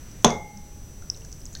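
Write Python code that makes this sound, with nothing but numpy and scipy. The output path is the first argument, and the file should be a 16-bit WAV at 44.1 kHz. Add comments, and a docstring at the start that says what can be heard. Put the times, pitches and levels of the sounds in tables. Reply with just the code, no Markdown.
"""Bottle knock and a quiet pour

A full plastic bottle is set down hard on a tiled kitchen counter, which cracks and rings briefly.
A light tap sets a glass bowl ringing. Juice slides almost silently from a cup into the oil in the
bowl: one bright drip, then faint bubbles and small splashes. Under it lie a low room rumble, hiss
and a thin electrical whine."""
import sys
import numpy as np
from scipy import signal
from scipy.fft import rfft, irfft
from scipy.io import wavfile

SR = 44100
rng = np.random.default_rng(int(sys.argv[2]) if len(sys.argv) > 2 else 0)


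def wrap_up_sound(samples):
    """Save the sound to the file named by the first command line argument, as 16-bit audio."""
    columns = np.atleast_2d(samples).T
    # keep every value between -1 and 1, then stretch to whole-number steps
    tamed = np.clip(columns, -1, 1)
    steps = np.round(tamed * 32767).astype(np.int16)
    wavfile.write(sys.argv[1], SR, steps)


N = 70560
TIME_S = np.arange(N) / SR
BINS_HZ = np.maximum(np.fft.rfftfreq(N, 1 / SR), 1)
KNOCK_S = 0.2457

# base hits the tiles, then rocks flat: delay_s, gain_db
CONTACTS = [(0, 6), (0.0021, -4)]
# contact noise spectrum: freq_hz, relative_db
CRACK_SPECTRUM = [(300, 10), (1100, -7), (1700, -17.5), (3000, -11), (3600, 2.5), (4500, -6), (7200, 3.5),
                  (8500, -25), (11000, -10.5), (16000, -46)]
# bottle and counter modes: pitch_hz, strength_db, t60_s
COUNTER_MODES = [(154.7, -15.5, 0.22), (196, -19, 0.15), (232.8, -9.5, .2), (419.8, -18, 0.24),
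                 (467.5, -27.5, 0.35), (609, -34, 0.24), (699.3, -22, 0.37), (727, -7.5, 0.023),
                 (848, -10.5, 0.039), (1023, -7, 0.033), (3470, -8, 0.04), (3473, -30.5, 0.28),
                 (3590, -26, 0.035), (5650, -11, 0.022), (6335, -8.5, 0.043), (6410, -27, 0.19),
                 (6570, -40, 0.012), (8620, -48, .1), (9390, -42, 0.066)]


def bottle_knock(crack_db=-9.5, crack_t60_s=0.015, bass_cut_hz=109):
    """Each contact cracks; the modes ring once. The knock carries little deep bass."""
    grit = noise(CRACK_SPECTRUM)
    envelope = sum(from_db(crack_db + gain_db) * decay(KNOCK_S + delay_s, crack_t60_s)
                   for delay_s, gain_db in CONTACTS)
    blow = ring(KNOCK_S, COUNTER_MODES) + envelope * grit / grit.std()
    return butterworth(blow, 2, bass_cut_hz, "high")


# diffuse ringing: centre_hz, density_db, t60_s
TAIL_BANDS = [(60.6, -49, 0.34), (170, -49, 0.63), (282, -49, 0.32), (398, -42, 0.36), (700, -45.5, 0.35),
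              (1006, -47.5, 0.33), (1600, -57.5, 0.27), (3150, -62, 0.2), (3360, -54.5, 0.3),
              (4640, -69.5, 0.19), (6250, -55, 0.33), (7300, -72.5, 0.25), (9900, -87.5, 0.35),
              (16000, -101, 0.11)]


def knock_tail(rise_s=0.0022):
    """Dense ringing of counter and kitchen builds quickly and dies band by band."""
    spectrum = rfft(noise(TAIL_BANDS))
    log_centres = np.log([row[0] for row in TAIL_BANDS])
    out = 0
    for (_, _, t60_s), selector in zip(TAIL_BANDS, np.eye(len(TAIL_BANDS))):
        band_gain = np.interp(np.log(BINS_HZ), log_centres, selector)
        out += irfft(spectrum * band_gain, N) * decay(KNOCK_S, t60_s)
    return out * rise(KNOCK_S, rise_s)


# glass bowl modes: pitch_hz, peak_db, t60_s
BOWL_MODES = [(825.2, -37.5, 1.2), (847.6, -30.5, .66), (2105.5, -35.5, .72), (2172.7, -38, .63)]


def bowl_clink(start_s=0.305):
    """A light tap on the rim rings paired modes that beat."""
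    return ring(start_s, BOWL_MODES)


# drips and bursting bubbles: centre_s, pitch_hz, peak_db
DRIPS = [(1.1008, 5560, -9.5), (1.1171, 5500, -43), (1.1469, 4030, -38), (1.1555, 2840, -51),
         (1.1646, 6100, -37), (1.2091, 5860, -35.5), (1.2195, 2850, -50), (1.4050, 8000, -39),
         (1.4172, 5300, -39), (1.4555, 6500, -29.5), (1.4646, 5400, -32.5), (1.5724, 6100, -31.5)]
# bowl wall reflections: delay_s, gain_db
BOWL_ECHOES = [(.0011, -29), (.0022, -14.5), (.0038, -19)]


def drips(sigma_cycles=2.1):
    """Each tiny bubble swells and fades within a few cycles and echoes inside the bowl."""
    direct = 0
    for centre_s, pitch_hz, peak_db in DRIPS:
        cycles = (TIME_S - centre_s) * pitch_hz
        direct += from_db(peak_db) * gaussian(cycles, sigma_cycles) * np.cos(2 * np.pi * cycles)
    echoes = sum(from_db(gain_db) * np.interp(TIME_S - delay_s, TIME_S, direct)
                 for delay_s, gain_db in BOWL_ECHOES)
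    return direct + echoes


# wet ticks and taps: start_s, centre_hz, level_db
TICKS = [(0.1143, 5700, -36), (0.2246, 6250, -36.5), (.3040, 5610, -18), (0.5729, 6020, -34.5),
         (1.022, 5900, -39.5), (1.1739, 5620, -36.5), (1.2477, 5900, -34), (1.3164, 5900, -35.5),
         (1.3262, 5800, -29.5), (1.455, 7060, -34), (1.5288, 6800, -37.5), (1.5383, 6900, -41),
         (1.5511, 4100, -28), (1.5508, 5660, -28.5), (1.5639, 3320, -46)]


def ticks(t60_s=0.013, width_octaves=0.33, spray_db=-18):
    """Each tick is a short narrow-band burst with a little wider spray."""
    spray = from_db(spray_db) * butterworth(rng.standard_normal(N), 3, [1400, 8500], "band")
    out = 0
    for start_s, centre_hz, level_db in TICKS:
        edges_hz = centre_hz * 2 ** (np.array([-0.5, 0.5]) * width_octaves)
        envelope = decay(start_s, t60_s)
        burst = butterworth(rng.standard_normal(N) * envelope, 2, edges_hz, "band")
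        out += from_db(level_db) * (burst / np.abs(burst).max() + spray * envelope)
    return out


# larger bubbles: start_s, pitch_hz, strength_db
PLOPS = [(1.023, 1400, -41.5), (1.22, 2700, -46), (1.249, 1650, -48), (1.552, 1570, -40.5),
         (1.5643, 1810, -42.5)]


def plops():
    """The stream plops softly into the oil."""
    return sum(bubble(*row) for row in PLOPS)


def bubble(start_s, pitch_hz, strength_db, rise_cycles=0.66, t60_cycles=42):
    """A bubble in thick liquid swells and rings briefly."""
    tone = ring(start_s, [(pitch_hz, strength_db, t60_cycles / pitch_hz)])
    return rise(start_s, rise_cycles / pitch_hz) * tone


def gurgle(centre_s=1.21, sigma_s=0.1, count=60, rate_per_s=120, low_hz=393, high_hz=1000, base_db=-50):
    """The stream folds faint, low bubbles into the oil, loudest at the height of the pour."""
    out = 0
    for k, (jitter, pitch_draw, strength_draw) in enumerate(rng.random((count, 3))):
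        offset_s = (k - count / 2 + jitter) / rate_per_s
        pitch_hz = low_hz * (high_hz / low_hz) ** pitch_draw
        gain = gaussian(offset_s, sigma_s) * (0.5 + strength_draw) * np.sqrt(low_hz / pitch_hz)
        out += gain * bubble(centre_s + offset_s, pitch_hz, base_db)
    return out


def counter_bump(centre_s=0.576, sigma_s=0.017, pitch_hz=205, peak_db=-38.5):
    """A padded touch makes the counter hum for a few cycles."""
    offset_s = TIME_S - centre_s
    return from_db(peak_db) * gaussian(offset_s, sigma_s) * np.sin(2 * np.pi * pitch_hz * offset_s)


# handling noise: freq_hz, density_db
RUSTLE_SPECTRUM = [(300, -105), (1000, -94.5), (1800, -93), (3500, -99), (6000, -103), (16000, -112)]


def hand_rustle(fade_s=0.03):
    """Hands rustle faintly until the bottle lands."""
    return noise(RUSTLE_SPECTRUM) * np.clip((KNOCK_S - TIME_S) / fade_s, 0, 1)


def kitchen_reverb(x, gain_db=-18, first_echo_s=0.0041, t60_s=0.27):
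    """The small room's walls return a short, diffuse tail."""
    response = rng.standard_normal(N) * decay(first_echo_s, t60_s)
    return from_db(gain_db) * signal.fftconvolve(x, response / np.linalg.norm(response))[:N]


# rumble and hiss: freq_hz, density_db
ROOM_SPECTRUM = [(10, -60.5), (28, -61), (60, -63.5), (120, -67.5), (250, -76.5), (500, -84.5),
                 (900, -92.5), (1800, -95.5), (4000, -99), (6200, -94.5), (9000, -100), (16000, -101)]
# electrical whine: pitch_hz, rms_db
WHINE_TONES = [(5879.7, -56.5), (6119.7, -61.5), (6359.5, -72), (7779, -78), (7837.6, -65.5), (7897.3, -73)]


def room_tone():
    """Steady rumble, hiss and electrical whine."""
    whine = sum(np.sqrt(2) * from_db(rms_db) * np.sin(2 * np.pi * (pitch_hz * TIME_S + rng.random()))
                for pitch_hz, rms_db in WHINE_TONES)
    return noise(ROOM_SPECTRUM) + whine


def from_db(db):
    return 10 ** (np.asarray(db) / 20)


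def gaussian(offset, sigma):
    return np.exp(-0.5 * (offset / sigma) ** 2)


def rise(start_s, tau_s):
    return 1 - np.exp(-np.maximum(TIME_S - start_s, 0) / tau_s)


def decay(start_s, t60_s):
    return (TIME_S >= start_s) * from_db(-60 * np.maximum(TIME_S - start_s, 0) / t60_s)


def butterworth(x, order, edges_hz, kind):
    return signal.sosfilt(signal.butter(order, edges_hz, kind, fs=SR, output="sos"), x + 1e-18)


def noise(spectrum):
    """Noise with the given power per Hz, interpolated along log frequency."""
    freq_hz, density_db = np.array(spectrum).T[:2]
    gain = from_db(np.interp(np.log(BINS_HZ), np.log(freq_hz), density_db))
    return irfft(rfft(rng.standard_normal(N)) * gain, N) * np.sqrt(SR / 2)


def ring(start_s, modes):
    """Damped sines struck together, neighbours in opposite directions."""
    age_s = TIME_S - start_s
    return sum((-1) ** k * from_db(level_db) * decay(start_s, t60_s) * np.sin(2 * np.pi * hz * age_s)
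               for k, (hz, level_db, t60_s) in enumerate(modes))


def scene(splash_send_db=9):
    """Knock, clink, then the pour; splashes reverberate more than drips."""
    background = room_tone()
    bottle = bottle_knock() + knock_tail()
    pings = drips()
    splashes = plops() + ticks()
    reverb = kitchen_reverb(pings + from_db(splash_send_db) * splashes)
    pour = pings + splashes + reverb + gurgle()
    return (bottle + bowl_clink() + pour + counter_bump() + hand_rustle() + background)[None]


def record(dry, threshold_db=-6.5, slope=0.3, attack_s=0.045, release_db_per_s=2.5, cutoff_hz=16000):
    """The knock just overloads the recorder, whose gain dips and slowly recovers; the top is cut."""
    clipped = np.clip(dry, -1, 1)
    level_db = 20 * np.log10(np.abs(clipped) + 1e-9)
    dip_db = slope * np.maximum(level_db - threshold_db, 0)
    release_db = release_db_per_s * TIME_S
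    held_db = np.maximum.accumulate(dip_db + release_db, axis=-1) - release_db
    pole = np.exp(-1 / (attack_s * SR))
    gain = from_db(-signal.lfilter([1 - pole], [1, -pole], held_db))
    lowpass = signal.ellip(10, 0.1, 60, cutoff_hz, fs=SR, output="sos")
    return signal.sosfilt(lowpass, gain * clipped)


dry = scene()
out = record(dry)
wrap_up_sound(out)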